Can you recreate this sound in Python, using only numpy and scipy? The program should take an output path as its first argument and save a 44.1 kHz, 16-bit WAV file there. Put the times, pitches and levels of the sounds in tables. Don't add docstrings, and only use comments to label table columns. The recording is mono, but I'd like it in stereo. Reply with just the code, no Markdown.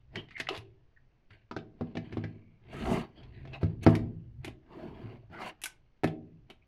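import sys
import numpy as np
from scipy import signal
from scipy.fft import rfft, irfft, next_fast_len
from scipy.io import wavfile
from scipy.ndimage import uniform_filter1d, map_coordinates

SR = 44100
rng = np.random.default_rng(int(sys.argv[2]) if len(sys.argv) > 2 else 0)


def dump(signal):
    limited = np.clip(np.atleast_2d(signal).T, -1, 1)
    pcm = np.round(limited * 32767).astype(np.int16)
    wavfile.write(sys.argv[1], SR, pcm)


N = 294147

# (frequency [Hz], relative density [dB])
AIR_SPECTRUM = [(20, 3.5), (123, -15.5), (450, -22), (2400, -34.5), (6000, -42.5), (10000, -72)]
# (frequency [Hz], correlation [-1..1])
AIR_LIKENESS = [(60, .93), (600, 0.59), (3000, .02)]
# (frequency [Hz], correlation [-1..1])
BENCH_LIKENESS = [(200, 1), (800, 0.96), (3000, 0.76), (9000, 0.4)]
# (time [s], level [dB])
SWAY_LEVELS = [(0, -59.5), (0.5, -61), (1.2, -73.5), (1.78, -66), (2.2, -45.5), (2.45, -77), (2.75, -41.5),
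               (3.2, -52), (3.35, -47), (4.0, -44), (4.3, -51.5), (4.5, -46.5), (4.65, -58.5),
               (5.08, -54.5), (5.6, -78), (6.15, -63.5), (6.67, -66)]
# (frequency [Hz], relative density [dB])
FRAME_SPECTRUM = [(15, -32), (40, -3), (100, -6), (135, 2), (200, -77.5)]
# (frequency [Hz], t60 [s])
GARAGE_T60 = [(100, 0.94), (600, 0.39), (1300, 0.22), (3000, 0.23), (12000, 0.13)]
# (start [s], length [s], pitch [Hz], rms before the swell and fade [dB])
NARROW_BURSTS = [(0.166, 0.05, 3005, -44), (0.339, 0.082, 2095, -47.5), (0.364, .009, 2100, -39),
                 (0.469, 0.0054, 2060, -35), (0.495, 0.044, 382, -37.5), (0.963, 0.024, 1786, -61.5),
                 (2.305, .33, 2260, -78), (3.152, 0.066, 3150, -63.5), (3.153, 0.058, 4530, -69.5),
                 (3.331, 0.1, 1930, -65.5), (3.33, 0.065, 3980, -72), (3.41, .07, 4000, -84),
                 (3.53, 0.025, 2620, -45), (3.53, 0.03, 3880, -54), (4.984, 0.16, 112, -45.5),
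                 (5.327, 0.077, 1454, -51.5), (5.327, .07, 1990, -54.5), (6.615, 0.026, 2380, -70.5)]
# (frequency [Hz], relative level [dB], t60 [s])
BENCH_MODES = [(105, 1, 0.27), (162.3, -1, 0.25), (239.2, 1, .19), (317, 0, 0.1), (381.3, 0, 0.072),
               (476, -10, 0.074), (650, -11, 0.16), (756, -12, 0.083), (818, -16, 0.026),
               (1012, -20.5, 0.036), (1290, -27, 0.045)]
# (frequency [Hz], width [Hz], relative level [dB]); chafing squares their response
CLAMP_MODES = [(1604, 240, 0.5), (2070, 550, 1), (2810, 900, 0), (4590, 630, -5)]
# (frequency [Hz], relative density [dB])
SCRAPE_SPECTRUM = [(350, -20), (650, -1), (1100, -7.5), (2500, -18.5), (5000, -25.5), (9000, -45.5)]
# (frequency [Hz], relative density [dB])
HISS_SPECTRUM = [(4000, -21), (6000, 2.5), (10500, -3.5), (13500, -17), (16000, -30)]
# (full pressure reached [s], rise [s], hold [s], fall [s],
# bench drone [dB], scrape on wood [dB], chafing of clamp metal [dB])
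STROKE_EVENTS = [(0.157, 0.033, 0.026, 0.086, -46, -49, -57.5),
                 (0.318, 0.051, .015, 0.044, -74, -85.5, -60),
                 (0.405, 0.032, 0.0036, 0.029, -79, -56.5, -40.5),
                 (0.518, 0.036, 0.04, 0.078, -73.5, -48.5, -51),
                 (1.306, 0.0067, 0.036, 0.097, -67, -72.5, -61.5),
                 (1.802, 0.053, 0.083, 0.33, -61.5, -68, -71),
                 (2.053, 0.069, 0.033, 0.085, -79, -65.5, -63),
                 (2.122, 0.018, 0.0073, 0.27, -45.5, -63.5, -59),
                 (2.738, 0.065, 0.123, 0.13, -45, -49.5, -49.5),
                 (2.872, 0.14, 0.14, 0.054, -38.5, -46.5, -48), (2.92, 0.12, 0.021, .1, -27.5, -35.5, -57),
                 (3.182, 0.084, 0.06, 0.09, -60.5, -64, -67), (3.376, 0.39, 0.17, 0.14, -57, -84.5, -66.5),
                 (3.549, 0.047, 0.0055, 0.063, -70, -49.5, -74),
                 (3.616, 0.012, .004, 0.11, -48.5, -46, -58.5),
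                 (3.833, 0.014, .012, 0.012, -42, -56.5, -41.5), (3.863, 0.014, 0.038, 0.13, -49, -39, -58),
                 (4.447, 0.019, 0.032, 0.057, -51, -54, -54.5), (4.756, 0.089, 0.13, 0.16, -46, -54.5, -65),
                 (4.972, 0.2, 0.16, 0.12, -49.5, -61, -66), (5.329, 0.03, 0.047, 0.21, -54.5, -52, -61.5),
                 (5.403, 0.023, 0.033, .05, -48, -41, -61.5),
                 (5.471, 0.071, 0.019, 0.037, -51.5, -40.5, -45.5),
                 (6.508, 0.021, 0.0085, 0.028, -52, -63.5, -60.5)]
# (drone [dB], scrape [dB], chafing [dB])
RESTING_LEVELS = (-83, -92.5, -84.5)
# (time [s], click [dB], thump re click [dB], sizzle re click [dB],
# click pitch [Hz], hardness [dB per octave])
CONTACT_EVENTS = [(0.1567, -25.5, -9.5, -53, 1765, -12.5), (0.286, -48, -7, -43, 2300, 6),
                  (0.3078, -40.5, -9.5, -53.5, 1780, -7), (0.379, -35, -19.5, -26, 1970, -7.5),
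                  (0.4, -19.5, -15.5, -20.5, 2220, 5), (0.488, -19.5, -5.5, -22.5, 2840, 22.5),
                  (0.528, -45, -13, -18, 2460, -5.5), (0.548, -33.5, -30, -17, 3430, -2),
                  (0.564, -32, -15, -18, 3700, 11.5), (0.5753, -33.5, -8, -11.5, 3100, -23),
                  (1.306, -52, 2, -55, 1580, -18), (1.5117, -29.5, -4.5, -57, 1177, 2.5),
                  (1.5642, -28, 2.5, -67, 1493, 1.5), (1.588, -42, -2, -49, 2920, 0),
                  (1.81, -41.5, 18, -66, 1410, 0), (1.953, -37.5, 5.5, -52, 2480, 3),
                  (1.9704, -28.5, 3, -42, 2144, 0.5), (2.1251, -38.5, 4.5, -53, 1840, -8),
                  (2.17, -36, 13, -52, 1045, -0.5), (2.239, -33.5, 3.5, -57, 1955, -2.5),
                  (3.233, -50, -4.5, -42, 3190, 5.5), (3.452, -46, 3, -54, 1850, 7.5),
                  (3.474, -47.5, 5.5, -50, 2680, 3.5), (3.533, -36, -5, -57, 2002, -2.5),
                  (3.631, -32, 16.5, -30.5, 1455, -7), (3.865, -18.5, 15, -25.5, 1498, 1),
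                  (3.952, -24, -19, -11, 1886, 16), (4.4459, -28, -11.5, -8, 2440, 6.5),
                  (4.478, -40, 7, -11, 2570, 4.5), (5.2994, -63, 22, -35, 1720, -8),
                  (5.4165, -35, -6, -37, 1500, 0), (5.6168, -41.5, -26.5, 4, 2294, 6.5),
                  (5.6371, -23.5, -19.5, 2, 2770, 12), (5.657, -25.5, -38.5, 5, 1703, 6.5),
                  (6.035, -28, 9, -16, 2102, 4), (6.0418, -22, 6, -14.5, 1905, 3),
                  (6.074, -35, 4.5, -14, 2920, 7), (6.5004, -40.5, -6.5, -12, 2585, 21)]

AIR_DB = -66
RAMP_DB = 20
HISS_DB, HISS_REF_EFFORT_DB, HISS_DB_PER_EFFORT_DB = -59.5, -46.5, 1.9
SCRAPE_EFFORT_WEIGHT_DB = -8.5
CLICK_T60_S, USUAL_CLICK_DB, T60_DB_PER_CLICK_DB = 0.059, -26.5, 0.11
LEFT_LAG_S = .0000644
TOP_HZ = 16100


def amp(db):
    return 10 ** (np.asarray(db) / 20)


def unit(x):
    return x / np.sqrt(np.mean(x ** 2) + 1e-20)


def peaked(x):
    return x / np.abs(x).max()


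def along(points, hz):
    point_hz, values = np.transpose(points)
    return np.interp(np.log(hz + 1), np.log(point_hz + 1), values)


def spectrum(points):
    return lambda hz: amp(along(points, hz))


def wobble(rate_hz):
    knots = rng.standard_normal(int(N * rate_hz / SR) + 4)
    return map_coordinates(knots, [np.arange(N) * rate_hz / SR])


def filtered(x, response):
    size = next_fast_len(N + SR // 2)
    return irfft(rfft(x, size) * response(np.fft.rfftfreq(size, 1 / SR)), size)[..., :N]


def bandpass(x, low_hz, high_hz, order):
    return signal.sosfilt(signal.butter(order, [low_hz, high_hz], "band", fs=SR, output="sos"), x)


def resonances(modes):
    def response(hz):
        total = 0
        for k, (mode_hz, width_hz, db) in enumerate(modes):
            damping = 1j * hz * width_hz
            total = total + (-1) ** k * amp(db) * damping / (mode_hz ** 2 - hz ** 2 + damping)
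        return total
    return response


def mixing_angle(likeness, hz):
    return np.arccos(np.clip(along(likeness, hz), -1, 1)) / 2


def rush(gain, likeness, lumps, lump_rate_hz, patchy_db=0):
    _, _, z = signal.stft(rng.standard_normal((2, N)), nperseg=512)
    patches = uniform_filter1d(rng.standard_normal(z.shape[1:]), size=2, axis=0)
    patches = uniform_filter1d(patches, size=14, axis=1)
    pair = signal.istft(z * amp(patchy_db * unit(patches)), nperseg=512)[1][:, :N]
    pair = pair * np.exp(lumps * wobble(lump_rate_hz))

    def mid_side_gain(hz):
        angle = mixing_angle(likeness, hz)
        return gain(hz) * np.array([np.cos(angle), np.sin(angle)])
    mid, side = filtered(pair, mid_side_gain)
    return unit(np.array([mid + side, mid - side]))


def air():
    return amp(AIR_DB) * rush(spectrum(AIR_SPECTRUM), AIR_LIKENESS, lumps=0.056, lump_rate_hz=6.8)


def sway():
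    time_s, level_db = np.transpose(SWAY_LEVELS)
    gain = amp(np.interp(np.arange(N) / SR, time_s, level_db))
    return gain * rush(spectrum(FRAME_SPECTRUM), BENCH_LIKENESS, lumps=0.5, lump_rate_hz=8.4)


def garage(x):
    hz, t, z = signal.stft(rng.standard_normal((2, SR * 3 // 4)), SR, nperseg=256)
    angle = mixing_angle(BENCH_LIKENESS, hz)[:, None]
    mid, side = z[0] * np.cos(angle), z[1] * np.sin(angle)
    fade = amp(-60 * t / along(GARAGE_T60, hz)[:, None])
    tail = signal.istft(np.array([mid + side, mid - side]) * fade, SR, nperseg=256)[1]
    tail = tail / np.linalg.norm(tail[0])
    delayed = np.pad(x, (200, 0))
    return signal.fftconvolve(delayed[None], tail, axes=1)[:, :N]


def pressure():
    t, power = np.arange(N) / SR, amp(RESTING_LEVELS)[:, None] ** 2
    for start_s, rise_s, hold_s, fall_s, *levels_db in STROKE_EVENTS:
        before = (start_s - t) / max(rise_s, .005)
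        after = (t - start_s - hold_s) / max(fall_s, .005)
        away = np.maximum(before, after).clip(0)
        power = power + amp(levels_db)[:, None] ** 2 * amp(-RAMP_DB * away) ** 2
    return 10 * np.log10(power)


def sliding():
    drone_db, scrape_db, chafe_db = pressure()
    top = resonances([(hz, 15 + 0.11 * hz, db) for hz, db, _ in BENCH_MODES[1:]])
    wood = [(hz, 0.089 * hz, 0) for hz, _, _ in BENCH_MODES]
    metal = [(hz, 0.26 * width_hz, 0) for hz, width_hz, _ in CLAMP_MODES]
    grain, clamp = resonances(wood + metal), resonances(CLAMP_MODES)

    def scrape_gain(hz):
        return spectrum(SCRAPE_SPECTRUM)(hz) * (1 + np.abs(grain(hz)))

    def chafe_gain(hz):
        return clamp(hz) ** 2

    drone = amp(drone_db) * rush(top, BENCH_LIKENESS, lumps=0.29, lump_rate_hz=83)
    scrape = amp(scrape_db) * rush(
        scrape_gain, BENCH_LIKENESS, lumps=0.25, lump_rate_hz=60, patchy_db=4.5)
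    chafe = amp(chafe_db) * rush(
        chafe_gain, BENCH_LIKENESS, lumps=0.37, lump_rate_hz=220, patchy_db=3.0)
    effort = amp(2 * (scrape_db + SCRAPE_EFFORT_WEIGHT_DB)) + amp(2 * chafe_db)
    effort_db = 10 * np.log10(effort)
    hiss_db = HISS_DB + HISS_DB_PER_EFFORT_DB * (effort_db - HISS_REF_EFFORT_DB)
    hiss = amp(hiss_db) * rush(
        spectrum(HISS_SPECTRUM), BENCH_LIKENESS, lumps=0.2, lump_rate_hz=130)
    return drone + scrape + chafe + hiss


def narrow_bursts():
    out, uneven = np.zeros(N), np.exp(0.3 * wobble(150))
    for start_s, length_s, hz, db in NARROW_BURSTS:
        start = round(start_s * SR)
        t = np.arange(round(length_s * SR)) / SR
        half_width_hz = min(0.043 * hz + 1.5 / length_s, hz / 4)
        noise = rng.standard_normal(len(t)) * uneven[start:][:len(t)]
        tone = bandpass(noise, hz - half_width_hz, hz + half_width_hz, order=2)
        swell = np.sqrt(np.sin(np.pi * t / length_s))
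        out[start:][:len(t)] += amp(db) * unit(tone) * swell
    return out


def click(t, t60_s, hz, sizzle_db):
    noise = rng.standard_normal((5, len(t)))
    attack = 1 - np.exp(-t / 0.00058)
    fade = attack * amp(-60 * t / max(t60_s, .004)) * (1 + 2.1 * amp(-60 * t / 0.0043))
    modes_hz = hz * np.exp(.25 * rng.standard_normal((12, 1)))
    partials = .3 * np.sin(2 * np.pi * modes_hz * t).sum(axis=0)
    ring = bandpass((noise[0] + partials) * fade, 700, 5200, order=4)
    ring = bandpass(ring, 0.79 * hz, 1.545 * hz, order=2)
    crack = bandpass((noise[1] + 0.76 * noise[3:]) * fade, 700, 5200, order=4)
    sizzle = bandpass((noise[2] + 0.5 * noise[3:]) * fade, 5600, 11500, order=4)
    return peaked(peaked(ring) + 0.65 * peaked(crack)) + amp(sizzle_db) * peaked(sizzle)


def thump(t, hard_db):
    chance = rng.standard_normal((len(BENCH_MODES), 3))
    walk = rng.standard_normal((len(BENCH_MODES), len(t))).cumsum(axis=1)
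    drift = 6 * uniform_filter1d(walk, size=300, axis=1) / np.sqrt(SR)
    drift -= drift[:, :1]
    total = np.zeros(len(t))
    for (hz, db, t60_s), (u, v, w), slip in zip(BENCH_MODES, chance, drift):
        level_db = db + 2 * u + hard_db * np.log2(hz / 300) - 60 * t / t60_s
        detuned_hz = hz * (1 + 0.017 * v)
        build = 1 - np.exp(-t * hz / 0.87)
        total -= amp(level_db) * np.sin(2 * np.pi * detuned_hz * t + .5 * w + slip) * build
    return peaked(total * (1 + 5.2 * amp(-60 * t / 0.036)))


def contacts():
    clicks, thumps = np.zeros((2, N + SR)), np.zeros(N + SR)
    t = np.arange(SR // 3) / SR
    short_t = t[:SR // 8]
    for start_s, db, thump_db, sizzle_db, hz, hard_db in CONTACT_EVENTS:
        start = round(start_s * SR)
        t60_s = CLICK_T60_S * amp(T60_DB_PER_CLICK_DB * (USUAL_CLICK_DB - db))
        clicks[:, start:][:, :len(short_t)] += amp(db) * click(short_t, t60_s, hz, sizzle_db)
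        thumps[start:][:len(t)] += amp(db + thump_db) * thump(t, hard_db)
    bass_cut = signal.butter(2, 80, "high", fs=SR, output="sos")
    return clicks[:, :N], signal.sosfilt(bass_cut, thumps[:N])


def scene():
    clicks, thumps = contacts()
    metal = clicks + narrow_bursts()
    room = amp(-11.5) * garage(metal[0]) + amp(-12) * garage(thumps)
    bench = metal + thumps + sliding() + room

    def port_lag(hz):
        return np.exp(-1j * np.pi * hz * LEFT_LAG_S * np.array([[1], [-1]]))
    return filtered(bench, port_lag) + sway() + air()


def record(dry):
    return filtered(dry, lambda hz: hz < TOP_HZ)


dry = scene()
out = record(dry)
dump(out)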